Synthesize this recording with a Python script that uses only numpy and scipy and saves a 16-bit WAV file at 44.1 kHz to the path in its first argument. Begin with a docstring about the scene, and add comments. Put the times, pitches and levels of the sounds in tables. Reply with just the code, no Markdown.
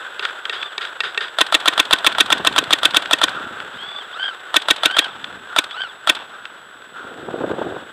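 """A paintball field, heard from a cased camera beside a wall. Over the outdoor hiss another marker pops
nearby, balls knock on cover and a loader motor whirs. At 1.4 s an electric marker opens up close to the
microphone: in each cycle the bolt kicks, slides and shuts, air blasts out and the bolt returns.
The tree line answers. A shorter string follows at 4.5 s, then two single shots, among gusts and hollow
far-off swells. At the end the strongest gust buffets the case."""
import sys
import numpy as np
from scipy import signal
from scipy.fft import rfft, irfft, next_fast_len
from scipy.io import wavfile
from scipy.ndimage import uniform_filter1d

SR = 44100
rng = np.random.default_rng(int(sys.argv[2]) if len(sys.argv) > 2 else 0)


def materialize(psi):
    """Save the field psi as 16-bit PCM at rate SR to the path in sys.argv[1].

    A 1-D psi becomes a single channel; in a 2-D psi each row is a channel.
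    """
    bounded = np.clip(np.atleast_2d(psi).T, -1, 1)
    quanta = np.round(bounded * 32767).astype(np.int16)
    wavfile.write(sys.argv[1], SR, quanta)


N = 349272
TIME = np.arange(N) / SR

# Tone outlines. Each row: frequency in Hz, relative level in dB.
FIELD_TONE = [(40, -20), (150, -21.5), (260, -18.5), (380, -5), (650, -4.5), (850, -4.5), (1400, -1),
              (2000, -6.5), (3000, -10), (3700, -15), (4500, -24.5), (6000, -33), (9000, -35), (15000, -41)]  # outdoor hiss, heard from inside the case
BALL_TONE = [(100, -27), (400, -25), (900, -14.5), (1500, 0), (2100, -6), (2700, -4.5), (3500, -2.5),
             (4400, -13), (6200, -24), (8000, -18.5), (15000, -57)]  # a ball on something hard
TREE_TONE = [(100, -20.5), (400, -7), (800, -0.5), (1400, -1), (2100, -11), (3500, -3), (4600, -25.5),
             (8000, -36.5), (15000, -48)]  # the echo from the tree line
RECEIVER_TONE = [(100, -33), (700, -8.5), (1500, -3.5), (2100, -8.5), (2800, -7.5), (3500, 1), (4500, -13),
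                 (6200, -29.5), (8300, -24), (11000, -36.5), (15000, -49)]  # the body of the close marker
# Resonances and notches. Each row: centre in Hz, width in Hz, gain in dB.
CASE_MODES = [(1508, 390, 9.5), (3510, 740, 10), (2270, 270, -6.5), (7530, 1100, 12.5), (10800, 450, 4.5)]  # the camera case
LEAK_RESONANCES = [(7740, 6000, 7.5), (12800, 1800, 6.2)]  # air hissing past the bolt
# The other marker's shots. Each row: start in seconds, level in dB.
OTHER_SHOTS = [(0.1938, -18.5), (0.4953, -17), (0.7792, -15), (1.0041, -12), (1.1755, -12.5)]
# The close marker's shots. Each row: bolt kick in seconds, travel until the air blast in seconds,
# relative strength in dB, relative level of the bolt shutting in dB.
CLOSE_SHOTS = [(1.3858, 0.026, 0, -6.5), (1.5237, 0.024, 0, -5), (1.657, 0.024, -.5, -6.5),
               (1.7775, 0.021, -0.5, -10), (1.9088, 0.023, 0.5, -7), (2.0453, 0.024, -.5, -1.5),
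               (2.1831, 0.023, 1, -9), (2.3024, 0.023, -0.5, -7), (2.448, 0.023, -1, -9),
               (2.5617, .0232, -.5, -5), (2.7067, 0.025, -0.1, -6), (2.8315, 0.022, 0, -11),
               (2.945, 0.023, 0, -11), (3.1102, 0.022, 0.4, -12.5), (3.215, .0227, -.5, -8),
               (4.5419, 0.023, 0, -7), (4.6848, 0.023, 0.2, -8.5), (4.8334, .0235, -0.4, -13),
               (4.9671, .0225, -0.5, -8), (5.5624, 0.024, -.5, -15), (6.0727, .0237, 0, -8.5)]


def amp(db):
    return 10 ** (np.asarray(db) / 20)


def unit_rms(x):
    return x / np.sqrt(np.mean(x ** 2) + 1e-20)


def add(mix, start_s, sound):
    part = mix[max(round(start_s * SR), 0):][:len(sound)]
    part += sound[:len(part)]


def through(x, response):
    return signal.oaconvolve(x, response)[:len(x)]


def colour(x, outline, modes=(), size=4096):
    """Pass x through a causal response of energy 1 with this tone outline and these resonances."""
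    hz = np.abs(np.fft.fftfreq(size, 1 / SR))
    outline_hz, outline_db = np.transpose(outline)
    db = np.interp(np.log(hz + 1), np.log(outline_hz + 1), outline_db)
    db += sum(gain / (1 + (2 * (hz - centre) / width) ** 2) for centre, width, gain in modes)
    minimum_phase = np.exp(signal.hilbert(np.log(amp(db))).conj())
    response = np.fft.ifft(minimum_phase).real[:size // 2]
    return through(x, response / np.linalg.norm(response))


def wander(cutoff_hz):
    """A smooth random drift of rms 1."""
    size = next_fast_len(N)
    lowpass = 1 / (1 + (np.fft.rfftfreq(size, 1 / SR) / cutoff_hz) ** 4)
    return unit_rms(irfft(rfft(rng.standard_normal(size)) * lowpass, size)[:N])


def burst(rise, hold, decay, size=4096):
    """A dense cluster of pressure pulses that swells, holds and dies; times in seconds."""
    t = np.arange(size) / SR
    shape = np.minimum((t + 1 / SR) / rise, 1) * np.exp(-np.maximum(t - rise - hold, 0) / decay)
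    x = shape * rng.standard_normal(size)
    for _ in range(5):  # flatten the spectrum, then restore the envelope
        x = irfft(np.exp(1j * np.angle(rfft(x))))
        x *= shape / np.sqrt(np.abs(uniform_filter1d(x ** 2, size=48)) + 1e-12)
    return x


def strokes(times, levels_db, rise, hold, decay, fresh):
    """The same burst at every stroke of a mechanism, with a share of fresh turbulence."""
    out, same = np.zeros(N), burst(rise, hold, decay)
    for start_s, db in zip(times, levels_db):
        stroke = np.sqrt(1 - fresh) * same + np.sqrt(fresh) * burst(rise, hold, decay)
        add(out, start_s, amp(db) * stroke)
    return out


def scatter(x, t60, swell_s):
    """Trunks and bunkers scatter sound into noise that swells and dies after each blow."""
    t = TIME[:2 * SR]
    power = (1 - np.exp(-t / swell_s)) * np.exp(-np.log(10 ** 6) * t / t60)
    envelope = np.sqrt(np.abs(through(x ** 2, power / power.sum())))
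    return envelope * rng.standard_normal(N)


def field(patter_per_s=40, patter_db=-6):
    """Outdoor hiss and the patter of far-off play reach the microphone through the resonant case."""
    # The field's loudness. Each row: time in seconds, level in dB.
    level_curve = [(0, -32.5), (.4, -35.5), (1.3, -39.5), (1.6, -33.5), (3.45, -33.5), (3.75, -36.5),
                   (4.9, -38.5), (5.3, -38.5), (6.7, -43), (7.6, -36), (7.92, -41.5)]
    hiss = rng.standard_normal(N) * amp(1.58 * wander(32))
    sizes = amp(3.2 * np.minimum(rng.exponential(1, N), 3))
    hits = (rng.random(N) < patter_per_s / SR) * sizes
    patter = unit_rms(through(hits, burst(rise=0.00114, hold=0.0016, decay=0.0036)))
    level = amp(np.interp(TIME, *np.transpose(level_curve)))
    return level * colour(hiss + amp(patter_db) * patter, FIELD_TONE, CASE_MODES)


def camera_noise(whine_hz=7897, whine_db=-56, hiss_db=-66):
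    """The camera's electronics whine thinly over faint hiss."""
    phase = 2 * np.pi * np.cumsum(whine_hz + 9 * wander(38)) / SR
    return amp(whine_db) * np.sin(phase) + amp(hiss_db) * rng.standard_normal(N)


def other_marker(trees_db=-9):
    """Short pops a little way off, thrown back diffusely by the buildings and then by the trees."""
    # Its air jet. Each row: frequency in Hz, level in dB.
    pop_tone = [(100, -34), (260, -45), (400, -2.5), (650, -19), (1200, -8.5), (2400, -8.5), (3700, 0),
                (4300, -18), (4800, -12), (5600, -29.5), (8300, -29.5), (15000, -60)]
    # The jet's peaks and notches. Each row: centre in Hz, width in Hz, gain in dB.
    pop_modes = [(1846, 104, 17.5), (2060, 110, -20), (2280, 120, 8), (2700, 160, 10.5), (3000, 150, -18)]
    start_s, db = np.transpose(OTHER_SHOTS)
    pops = strokes(start_s, db, rise=0.000334, hold=0.00322, decay=0.0018, fresh=0.41)
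    echo = strokes(start_s + 0.029, .5 * db - 16, rise=0.003, hold=0.006, decay=0.037, fresh=0.5)
    buildings = colour(echo, pop_tone, [(1460, 430, 13.2), (1820, 100, 10.0)])
    trees = colour(scatter(echo, t60=0.36, swell_s=.02), FIELD_TONE, CASE_MODES)
    return colour(pops, pop_tone, pop_modes) + buildings + amp(trees_db) * trees


def echoes(play, ground_db=-22, trees_db=-21.5, flutter_db=3.8):
    """A short bright scatter off the ground and wall, and a thin dull echo from the tree line."""
    near = colour(scatter(play, t60=0.12, swell_s=0.0047), RECEIVER_TONE, LEAK_RESONANCES)
    tail = scatter(play, t60=1.34, swell_s=0.042) * amp(flutter_db * wander(36))
    return amp(ground_db) * near + amp(trees_db) * colour(tail, TREE_TONE)


def knock(db, treble_db, ring_hz, split_hz=2200):
    """A soft ball hits a hard thing: dull or sharp, with no long ring."""
    modes = [(1400, 250, 3), (3350, 400, 4), (9000, 9000, -6), (ring_hz, 220, 9)]
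    hit = colour(burst(rise=0.0005, hold=0.00187, decay=0.0027), BALL_TONE, modes)
    low = signal.sosfilt(signal.butter(2, split_hz, "low", fs=SR, output="sos"), hit)
    high = signal.sosfilt(signal.butter(2, split_hz, "high", fs=SR, output="sos"), hit)
    return amp(db) * (low - amp(treble_db) * high)


def balls(earliest_s=0.042, latest_s=0.15):
    """Balls knock on cover and in the loader, and settle faintly after every shot of either marker."""
    # The loudest knocks. Each row: start in seconds, level in dB, treble gain in dB, ring in Hz.
    loud_knocks = [(.2505, -13.5, 0, 1400), (0.295, -22.5, -14, 1610), (.4533, -20.5, 0, 3220),
                   (.6285, -18, -7.5, 2600), (.8502, -27, 6.5, 1480), (2.123, -22.5, -5, 1460),
                   (2.149, -18, -6, 1410), (3.0565, -22.5, 3, 1600), (3.2812, -16, -7, 1560),
                   (3.601, -21, -10, 1410), (5.2422, -23, 0.5, 3530), (6.167, -26, -4, 1410),
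                   (6.453, -25.5, -4, 2690)]
    out = np.zeros(N)
    for start_s, db, treble_db, ring_hz in loud_knocks:
        add(out, start_s, knock(db, treble_db, ring_hz))
    for shot_s, *_ in CLOSE_SHOTS + OTHER_SHOTS:
        lateness, softness = rng.random(2)
        delay_s = earliest_s + (latest_s - earliest_s) * lateness
        add(out, shot_s + delay_s, knock(db=-24 - 9 * softness, treble_db=-3, ring_hz=3410))
    return out


def loader(spin_up_s=.051, coast_hz_per_s=6300, coast_fade_s=0.084, paddle_hz=25, shaky_hz=1610):
    """The feed motor spins up and coasts; paddles bump the balls and unsettle its speed; gears rasp."""
    # Motor runs. Each row: on and off in seconds, full-speed whine in Hz, relative level in dB.
    runs = [(.45, 0.676, 1204, -48.5), (3.68, 4.001, 1167, -47), (4.081, 4.28, 1660, -41),
            (4.777, 5.041, 1635, -40.5), (5.67, 5.831, 1657, -41)]
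    # Tone outlines. Each row: frequency in Hz, level in dB.
    shell_tone = [(900, -22), (1200, 13), (1550, 16), (2200, -16), (2700, 2), (3200, 18), (3550, 16.5),
                  (4100, -5), (4800, -7), (6500, -40), (9000, -47)]  # the loader's shell
    paddle_tone = [(100, -26), (400, -14.5), (800, 2), (1300, -7), (2200, -6), (3500, -12), (6000, -40),
                   (15000, -53)]  # a paddle meeting a ball
    out, (shell_hz, shell_db) = np.zeros(N), np.transpose(shell_tone)
    backlash = .024 * wander(450)
    paddle_turns = np.cumsum(paddle_hz * (1 + .15 * wander(8))) / SR
    unsteady = 0.019 * np.sin(2 * np.pi * paddle_turns) + backlash
    rattle = amp(3.5 * wander(130))
    contacts = np.diff(np.floor(paddle_turns), prepend=0)
    bumps = through(contacts, burst(rise=0.0022, hold=.004, decay=.006))
    rasp = amp(-2) * colour(rng.standard_normal(N), BALL_TONE)
    clatter = rasp + amp(4) * unit_rms(colour(bumps, paddle_tone))
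    for on_s, off_s, full_hz, db in runs:
        driven_s = np.clip(TIME, on_s, off_s) - on_s
        coasting_s = np.maximum(TIME - off_s, 0)
        speed = 1 - np.exp(-driven_s / spin_up_s) - coasting_s * coast_hz_per_s / full_hz
        turning = speed > 0
        hz = full_hz * speed[turning]
        hz *= 1 + unsteady[turning] * (hz / shaky_hz) ** 2  # faster gears shake more
        phase = 2 * np.pi * np.cumsum(hz) / SR
        whine = sum(amp(np.interp(k * hz, shell_hz, shell_db)) * np.sin(k * phase) for k in range(1, 7))
        fade = np.exp(-(coasting_s[turning] / coast_fade_s) ** 2)
        level = amp(db) * speed[turning] ** 3.03 * fade
        out[turning] += (whine * rattle[turning] + clatter[turning]) * level
    return out


def bolt(tick_db=-32, kick_db=-9.5, slide_db=-23, return_db=-25):
    """Close up, the solenoid ticks; the bolt kicks, slides on hissing air, shuts and later returns."""
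    # The metallic kick. Each row: frequency in Hz, level in dB.
    kick_tone = [(60, -31), (300, -24), (450, -16.5), (650, -1), (1050, -4.5), (1400, -4.5), (1850, -5.5),
                 (2100, -23), (2500, -20), (3000, -17), (3800, -16), (4500, -24.5), (6500, -35.5),
                 (15000, -46.5)]
    # Its peaks and notches. Each row: centre in Hz, width in Hz, gain in dB.
    kick_modes = [(792, 79, -9), (1340, 98, 11), (1650, 65, -11), (3390, 670, 15.5), (8500, 3900, 15.5),
                  (12800, 1800, 8)]
    kick_s, travel_s, db, shut_db = np.transpose(CLOSE_SHOTS)
    blast_s = kick_s + travel_s
    tick = strokes(kick_s - .0065, db + tick_db, rise=0.00019, hold=0.0014, decay=0.0036, fresh=0.15)
    kick = strokes(kick_s, db + kick_db, rise=0.00012, hold=0.0032, decay=0.00125, fresh=0.082)
    slide = strokes(kick_s + .0015, db + slide_db, rise=0.00044, hold=.017, decay=0.0048, fresh=0.87)
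    shut = strokes(blast_s - .0045, shut_db - 1, rise=0.00061, hold=0.00191, decay=0.00113, fresh=0.35)
    back = strokes(blast_s + .0515, db + return_db, rise=0.00312, hold=0.0028, decay=0.0045, fresh=0.42)
    metal = colour(tick + kick, kick_tone, kick_modes) + colour(shut, RECEIVER_TONE)
    return metal + colour(slide + back, RECEIVER_TONE, LEAK_RESONANCES)


def muzzle(jet_db=-3, puff_db=3.5, wall_delay_s=.0064):
    """Air bursts from the barrel near the microphone and comes back once, dulled, from the wall."""
    # Tone outlines. Each row: frequency in Hz, level in dB.
    jet_tone = [(60, -26.5), (250, -22.5), (700, -30), (1050, -11), (1700, -14.5), (2300, -6), (3000, -16),
                (3500, 1.5), (3900, -6), (4300, -21.5), (5400, -19), (7500, -18.5), (11000, -31),
                (15000, -39)]  # the crack of the air jet
    puff_tone = [(25, -37), (60, -30), (140, -24), (220, -5), (305, 1.5), (400, -3.5), (650, -4),
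                 (900, -17.5), (1500, -23), (4000, -30)]  # the thump of the pressure pulse
    # The jet's peaks and notches. Each row: centre in Hz, width in Hz, gain in dB.
    jet_modes = [(1010, 140, 9), (1300, 61, 0.5), (1508, 65, 12.5), (1876, 200, 14.5), (2000, 98, -56),
                 (2440, 77, 0), (2535, 24, -22), (2664, 240, 11), (3124, 200, 8.5)]
    kick_s, travel_s, db, _ = np.transpose(CLOSE_SHOTS)
    blast_s = kick_s + travel_s
    jet = strokes(blast_s - .0005, db + jet_db, rise=0.00056, hold=0.00327, decay=0.00262, fresh=0.36)
    pulses = np.zeros(N)
    for start_s, pulse_db in zip(blast_s, db + puff_db):
        add(pulses, start_s, amp([pulse_db]))
    crack, thump = colour(jet, jet_tone, jet_modes), colour(pulses, puff_tone)
    dulled = signal.sosfilt(signal.butter(2, 2000, fs=SR, output="sos"), crack)
    out = crack + thump
    add(out, wall_delay_s, amp(-2) * thump + amp(-13) * dulled)
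    return out


def wind(fall_share=0.53, lumps_db=4.5):
    """Gusts build over a light breeze and die faster; they rumble, rush and buffet the camera case."""
    # Gusts. Each row: centre and width in seconds, relative levels of rumble and rush in dB.
    gusts = [(2.55, 0.24, -45, -53), (3.5, 0.34, -52, -51.5), (4.9, 0.067, -66, -62.5),
             (5.34, 0.14, -52.5, -60.5), (6.35, 0.31, -64.5, -78), (7.58, 0.2, -42.5, -32)]
    # The hardest buffets. Each row: start in seconds, level in dB.
    blows = [(2.393, -24.5), (2.622, -27.5), (7.339, -25.5), (7.405, -23), (7.436, -18.5), (7.582, -20.5),
             (7.612, -19), (7.761, -23)]
    # Wind on the case. Each row: frequency in Hz, spectral level in dB.
    rumble_tone = [(25, -23), (70, -3), (150, -1.5), (250, -1), (450, -7), (1000, -39), (4000, -63)]
    eddy_tone = [(25, -14), (70, -8), (150, 1), (380, 10.5), (650, 6), (1000, -2), (1600, -8), (3000, -54),
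                 (8000, -64), (15000, -75)]
    rumble = rush = amp(-72)  # the breeze between gusts
    for centre_s, width_s, rumble_db, rush_db in gusts:
        age = (TIME - centre_s) / width_s
        gust = 2 / (np.exp(-age) + np.exp(age / fall_share))
        rumble = rumble + amp(rumble_db) * gust
        rush = rush + amp(rush_db) * gust
    deep, high = rng.standard_normal((2, N)) * amp(4 + lumps_db * wander(75))
    buffets = strokes(*np.transpose(blows), rise=0.003, hold=0.0067, decay=0.0051, fresh=0.73)
    return colour(rumble * deep, rumble_tone) + colour(rush * high + buffets, eddy_tone)


def distant_swells(rise_s=0.058):
    """Far-off noises reach the microphone as soft, hollow swells."""
    # The swells. Each row: start in seconds, peak level in dB.
    onsets = [(3.30, -28.5), (5.48, -32.5), (6.28, -37.5), (6.93, -34.5)]
    level = np.zeros(N)
    for start_s, db in onsets:
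        age = np.maximum(TIME - start_s, 0) / rise_s
        level += amp(db) * age * np.exp(1 - age)
    return colour(level * rng.standard_normal(N), TREE_TONE, [(1430, 680, 23), (9000, 16000, 24)])


def scene():
    """The play and its echoes over the sounds of the field, in mono from beside the wall."""
    play = bolt() + muzzle() + other_marker() + balls()
    return (play + echoes(play) + loader() + field() + distant_swells() + wind() + camera_noise())[None]


def record(dry, low_cut_hz=110, ceiling=.88, band_limit_hz=15500):
    """The microphone sheds the deepest bass, the blasts overload the input, and the top is cut off."""
    heard = signal.sosfilt(signal.butter(1, low_cut_hz, "high", fs=SR, output="sos"), dry)
    clipped = heard / (1 + (heard / ceiling) ** 8) ** (1 / 8)
    lowpass = signal.firwin(511, band_limit_hz, window=("kaiser", 9), fs=SR)
    return signal.oaconvolve(clipped, lowpass[None], "same")


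dry = scene()
out = record(dry)
materialize(out)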